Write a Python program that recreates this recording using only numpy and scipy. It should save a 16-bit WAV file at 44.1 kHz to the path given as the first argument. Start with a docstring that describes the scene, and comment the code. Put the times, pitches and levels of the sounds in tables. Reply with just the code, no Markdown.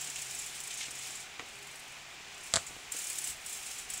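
"""A dog chases an insect

A large insect flutters on a concrete garage floor. Its dry wings rattle against it in bouts
of 25 to 35 strokes a second. A dog follows with soft paw steps and lunges once with a sharp,
clattering knock. Behind them are a low hiss, a faint hum and a few soft bumps."""
import sys
import numpy as np
from scipy import signal
from scipy.fft import rfft, irfft
from scipy.io import wavfile

SR = 44100
rng = np.random.default_rng(int(sys.argv[2]) if len(sys.argv) > 2 else 0)


def dump_mix(stems):
    """Bounce the given channels to the path in sys.argv[1] as a 16-bit WAV at rate SR."""
    frames = np.atleast_2d(stems).T  # one column per channel
    limited = np.clip(frames, -1, 1)  # hard clip at full scale
    pcm = np.round(limited * 32767).astype(np.int16)
    wavfile.write(sys.argv[1], SR, pcm)


N = 176400
TIME = np.arange(N) / SR


def amp(db):
    """Turns decibels into a gain."""
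    return 10 ** (np.asarray(db) / 20)


def unit(x):
    """Scales a sound to an average power of 1."""
    return x / np.sqrt(np.mean(x ** 2) + 1e-20)


def look_up(points, hz):
    """Reads between a table's rows on a log frequency scale."""
    row_hz, value = np.transpose(points)
    return np.interp(np.log(hz + 1), np.log(row_hz + 1), value)


def add(mix, start_s, sound):
    """Mixes a sound in at its start time."""
    part = mix[max(round(start_s * SR), 0):][:len(sound)]
    part += sound[:len(part)]


def colour(x, tone, size=4096):
    """Filters a sound. The tone table sets only the balance of lows and highs."""
    log_gain = np.log(amp(look_up(tone, abs(np.fft.fftfreq(size, 1 / SR)))))
    ring = np.fft.ifft(np.exp(np.conj(signal.hilbert(log_gain)))).real[:size // 2]
    return signal.oaconvolve(x, ring / np.linalg.norm(ring))[:N]


def drift(rate_hz):
    """A random wander, mostly slower than the given rate."""
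    rolloff = (1 + (np.fft.rfftfreq(N, 1 / SR) / rate_hz) ** 2) ** 2
    return unit(irfft(rfft(rng.standard_normal(N)) / rolloff, N))


def impulses(times, levels_db):
    """One spike for each contact."""
    out = np.zeros(N)
    for start, db in zip(times, levels_db):
        add(out, start, amp([db]))
    return out


def swells(rows):
    """Loudness curves that rise quickly and fall slowly."""
    out = np.zeros(N)
    for start, length, db in rows:
        add(out, start, amp(db) * np.sin(np.pi * np.linspace(0, 1, round(length * SR)) ** 0.58))
    return out


def rubbing(ticks, tick_share):
    """Blends ticks with smooth noise, sharing out the power."""
    return np.sqrt(tick_share) * unit(ticks) + np.sqrt(1 - tick_share) * rng.standard_normal(N)


# The garage's echo. Each row: frequency in Hz, seconds to fade by 60 dB.
ECHO_FADES = [(60,0.099),(600,0.21),(2500,0.098),(7500,0.18),(16000,0.15)]

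def garage(x, echo_db):
    """Adds a short, dense tail of reflections."""
    hz, t, spectrum = signal.stft(rng.standard_normal(SR // 2), SR, nperseg=256)
    fade = amp(-60 * t / look_up(ECHO_FADES, hz)[:, None])
    tail = signal.istft(spectrum * fade, SR, nperseg=256)[1]
    tail *= np.minimum(np.arange(len(tail)) / SR / 0.0016, 1)
    return x + amp(echo_db) * signal.oaconvolve(x, tail / np.linalg.norm(tail))[:N]


def waver(hz, db):
    """A tone that wanders in pitch and level."""
    gain = amp(db + 2.86 * drift(rate_hz=4.6)) * np.sqrt(2)
    pitch = hz + 4 * drift(rate_hz=17.9)
    return gain * np.sin(2 * np.pi * np.cumsum(pitch) / SR)


# The tone of the hiss and of the bumps. Each row: frequency in Hz, relative level in dB.
HISS_TONE = [(20,-11),(55,-4),(100,-8.5),(190,-8.5),(350,-9),(560,-9),(750,-3.5),(950,-5),(1700,-3.5),(2400,1.5),(3200,-3),(4600,-8),(7500,-9.5),(9000,-22.5),(11500,-32),(16000,-25)]
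BUMP_TONE = [(20,-10),(50,-1),(100,-8),(200,-14),(600,-40),(16000,-80)]
# The drone. Each row: time in seconds, pitch in Hz, level in dB.
DRONE_PATH = [(0,142.7,-65),(.5,143,-69.5),(.8,137,-71),(1.5,134,-70.5),(4,133,-73.5)]
# The hum. Each row: pitch in Hz, level in dB.
HUM_NOTES = [(360,-77),(403.5,-72),(672,-74),(748,-71),(808,-73),(1482,-75.5),(2420,-72)]
# The bumps. Each row: start in seconds, length in seconds, level in dB.
LOW_BUMPS = [(2.68,0.15,-60),(3.27,0.15,-60.5),(3.79,0.28,-63)]

def background():
    """A steady hiss, a distant drone, a faint hum and a few low bumps."""
    hiss = amp(-49 + .2 * drift(rate_hz=14)) * colour(rng.standard_normal(N), HISS_TONE)
    times, pitch, level = np.transpose(DRONE_PATH)
    drone = waver(np.interp(TIME, times, pitch), np.interp(TIME, times, level))
    hum = sum(waver(hz, db) for hz, db in HUM_NOTES)
    bumps = swells(LOW_BUMPS) * colour(rng.standard_normal(N), BUMP_TONE)
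    return hiss + drone + hum + bumps


# The steps. Each row: start in seconds, pad level in dB, claw level in dB.
PAW_STEPS = [(0.089,-30,-35),(0.225,-36,-47),(.884,-28,-21.5),(1.3954,-30,-15.5),(1.3964,-31,-17.5),(1.3975,-20,-17),(1.404,-37,-22),(1.4085,-38,-25),(1.426,-28,-30),(2.708,-28.5,-44),(2.765,-26,-42),(2.948,-24,-45)]
# The scuffs. Each row: start in seconds, length in seconds, level in dB.
PAW_SCUFFS = [(.158,0.016,-41),(.184,.016,-44),(.704,.019,-39.5),(.724,.022,-44.5),(.805,.023,-36.5),(.825,.028,-41),(.853,.018,-43.5)]
# The tone of pads, claws and scuffs. Each row: frequency in Hz, relative level in dB.
PAD_TONE = [(30,-29),(150,-17),(240,-2),(500,-4),(900,-5),(2000,-28),(16000,-56)]
CLAW_TONE = [(100,-18),(600,-5.5),(1250,7.5),(1650,-1),(2250,8),(2800,-1),(3650,-2.5),(4700,-13),(5900,-14),(6750,-5),(8000,-15),(16000,-48)]
SCUFF_TONE = [(100,-30),(1200,-17),(2000,-2),(2600,4),(3300,3),(4500,-3),(7200,-1),(9000,-13),(16000,-30)]

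def dog_paws(grit_per_s=1800):
    """Pads and claws land on the concrete and scuff along it."""
    times, pad_db, claw_db = np.transpose(PAW_STEPS)
    pads = colour(impulses(times, pad_db), PAD_TONE)
    claws = colour(impulses(times, claw_db), CLAW_TONE)
    grit = rng.standard_normal(N) * (rng.random(N) < grit_per_s / SR)
    scuffs = colour(swells(PAW_SCUFFS) * rubbing(grit, tick_share=.28), SCUFF_TONE)
    return garage(pads + claws + scuffs, echo_db=-5.5)


# The knock's contacts. Each row: start in seconds, click level in dB, relative thud level in dB.
CONTACTS = [(2.5387,1.5,-6),(2.5402,-6,-1),(2.5444,-13,-5.5),(2.5504,-24,-7),(2.5584,-1.5,-2.5),(2.5630,-0.5,-4),(2.5705,-11,2)]
# The tone of a click and of a thud. Each row: frequency in Hz, relative level in dB.
CLICK_TONE = [(60,-32),(1000,-12),(2400,-10),(3600,0),(4500,0),(5500,-8),(6500,-4.5),(7450,3),(8600,-5.5),(10500,-17),(11800,-23),(12600,-46),(16000,-60)]
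THUD_TONE = [(25,-17),(75,7),(150,-1.5),(290,-6.5),(450,-14),(630,4),(850,-6.5),(1300,0),(2200,-3.5),(4000,-20.5),(9000,-23),(12600,-56),(16000,-68)]
# A thud's ring. Each row: pitch in Hz, relative level in dB, seconds to fade by 60 dB.
RING_NOTES = [(590,-58,.09),(650,-65,.2),(1320,-62,.13)]

def dog_lunge():
    """A quick clatter of hard contacts, each a click and a hollow thud with a short ring."""
    times, click_db, thud_db = np.transpose(CONTACTS)
    clicks = colour(impulses(times, click_db), CLICK_TONE)
    blows = impulses(times, thud_db)
    t = TIME[:SR // 3]
    ring = sum(amp(db - 60 * t / fade_s) * np.sin(2 * np.pi * hz * t) for hz, db, fade_s in RING_NOTES)
    thuds = amp(-8) * colour(blows, THUD_TONE) + signal.oaconvolve(blows, ring)[:N]
    return garage(clicks, echo_db=-9) + garage(thuds, echo_db=-7.5)


# The wing hits. Each row: start in seconds, relative level in dB, seconds to fade to about a third.
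WING_STROKES = [(.01,-34,0.013),(0.042,-36.5,.008),(.071,-37,.005),(.098,-34,.005),(.156,-36.5,0.01),(.187,-38,.009),(.216,-34,.008),(.245,-49,.01),(.3085,-33.5,0.0027),(.347,-35.5,.007),(.386,-34.5,.015),(.415,-38.5,.008),(.46,-37,.009),(.551,-43,.014),(0.601,-37.5,.007),(.635,-37,.006),(.672,-34.5,0.0065),(.707,-41,.009),(.739,-35.5,.007),(0.772,-37,.017),(.806,-50,.012),(0.852,-46,.004),(0.906,-37,.009),(.95,-40,0.015),(.987,-38.5,.01),(1.035,-47,.01),(1.068,-43,.014),(1.104,-42,.01),(1.152,-38,0.012),(1.2,-41.5,.011),(1.484,-53,.016),(1.553,-51,.006),(1.586,-51,.006),(1.625,-46.5,0.0055),(1.669,-44.5,.005),(1.711,-49,0.0045),(1.755,-46,.005),(1.793,-47,.007),(1.835,-54,.006),(1.877,-53,.008),(1.918,-51,.008),(2.342,-48,.005),(2.377,-46,.005),(2.408,-46,.006),(2.433,-44,.012),(2.461,-47,.01),(2.664,-40,0.019),(2.918,-29,0.005),(2.962,-37,0.018),(2.985,-35,0.0091),(3.016,-39.5,.01),(3.039,-36.5,.01),(3.068,-33.5,.008),(3.097,-33,.008),(3.127,-39,.007),(3.154,-40,.008),(3.183,-30,0.0049),(3.214,-40,.01),(3.24,-32.5,.013),(3.27,-34.5,0.012),(3.299,-38,0.012),(3.46,-37,0.0065),(3.492,-39.5,.012),(3.525,-38,0.017),(3.569,-41,.012),(3.661,-37,0.0086),(3.686,-44,0.0082),(3.709,-39.5,0.015),(3.745,-47,.014),(3.784,-39.5,.015),(3.9,-31.5,.006),(3.934,-32,0.011),(3.971,-35,.01)]
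# The tone of a hit. Each row: frequency in Hz, relative level in dB.
HIT_TONE = [(100,-43),(900,-33),(1600,-14.5),(2600,-12),(4300,-18.5),(5500,-7),(6500,-2.5),(7450,4.5),(8300,0),(9800,-3),(11200,-14.5),(13000,-16),(16000,-11.5)]

def wing_hits(rise_s=.0028, snap_count=6, snap_spread_s=.015, snap_share=.24, size=4096):
    """Each stroke brushes the floor with a few dry snaps of the wing veins."""
    t, hz = TIME[:size], np.fft.rfftfreq(size, 1 / SR)
    patch_hz = np.arange(128) * 330.4
    out = np.zeros(N)
    for start, db, fade_s in WING_STROKES:
        shape = np.minimum(t / rise_s, 1) * np.exp(-np.maximum(t - rise_s, 0) / fade_s)
        delays = (np.arange(snap_count) + rng.random(snap_count)) / snap_count * snap_spread_s
        snaps = np.zeros(size)
        for delay, sign in zip(delays, rng.choice([-1, 1], snap_count)):
            add(snaps, delay, np.array([sign]))
        brush = unit(shape * rng.standard_normal(size))
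        hit = np.sqrt(1 - snap_share) * brush + np.sqrt(snap_share) * unit(shape * snaps)
        # A random ripple across the spectrum gives each hit its own patchy tone.
        patch_db = 4 * np.interp(hz, patch_hz, rng.standard_normal(len(patch_hz)))
        hit = irfft(rfft(hit) * amp(patch_db))[:size // 2]
        hit = colour(hit, HIT_TONE)[:size]
        add(out, start, amp(db - 1) * unit(hit) * np.sqrt(np.mean(shape ** 2)))
    return out


# The rustle between hits. Each row: time in seconds, level in dB.
RUSTLE_LEVELS = [(0,-44.5),(.42,-45),(.52,-47),(.66,-46),(.78,-41.5),(.89,-47.5),(1,-44.5),(1.19,-46),(1.3,-58.5),(1.75,-57),(2.1,-61),(2.35,-58),(2.46,-51),(2.72,-51.5),(2.9,-59.5),(2.94,-44),(3.3,-43),(3.39,-55.5),(3.44,-53),(3.48,-47),(3.78,-46),(3.87,-53),(3.92,-45.5),(4,-45.5)]
# Its tone. Each row: frequency in Hz, relative level in dB.
RUSTLE_TONE = [(100,-27.5),(900,-22.5),(1600,-12),(2500,-3.5),(3200,-4),(4300,-6),(5500,-3),(6500,-1.5),(7400,0.5),(8300,-2),(9800,-5.5),(11200,-13.5),(13000,-15.5),(16000,-15)]

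def wing_rustle(ticks_per_s=900, jitter=.6):
    """The wing edges chatter on the floor in a fast, uneven run of tiny ticks."""
    level_db = np.interp(TIME, *np.transpose(RUSTLE_LEVELS)) + 1.2 * drift(rate_hz=31)
    tick_rate = ticks_per_s * np.exp(jitter * drift(rate_hz=500))
    ticks_so_far = np.floor(np.cumsum(tick_rate) / SR)
    ticks = np.diff(ticks_so_far, prepend=0) * rng.choice([-1, 1], N)
    return colour(amp(level_db) * rubbing(ticks, tick_share=.23), RUSTLE_TONE)


# The wings' brightness. Each row: time in seconds, treble boost or cut in dB.
BRIGHTNESS = [(0,-1.5),(.66,0),(.8,-6),(.95,-1.5),(1.2,-2.5),(1.7,4),(2.4,-0.5),(3.1,3),(3.5,3.5),(4,-1.5)]

def insect(treble_hz=9000):
    """Wing hits over a papery rustle that comes in bouts, now duller, now brighter."""
    wings = wing_hits() + wing_rustle()
    treble = signal.sosfiltfilt(signal.butter(4, treble_hz, "high", fs=SR, output="sos"), wings)
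    treble_gain = amp(np.interp(TIME, *np.transpose(BRIGHTNESS)))
    return garage(wings + (treble_gain - 1) * treble, echo_db=-9.5)


def scene():
    """Insect, dog and background together in one channel."""
    return (insect() + dog_lunge() + dog_paws() + background())[None]


def record(dry):
    """Cuts off the very highest treble, above 15760 Hz."""
    low_pass = signal.firwin(511, 15760, window=("kaiser", 9), fs=SR)
    return signal.oaconvolve(dry, low_pass[None], "same")


dry = scene()
out = record(dry)
dump_mix(out)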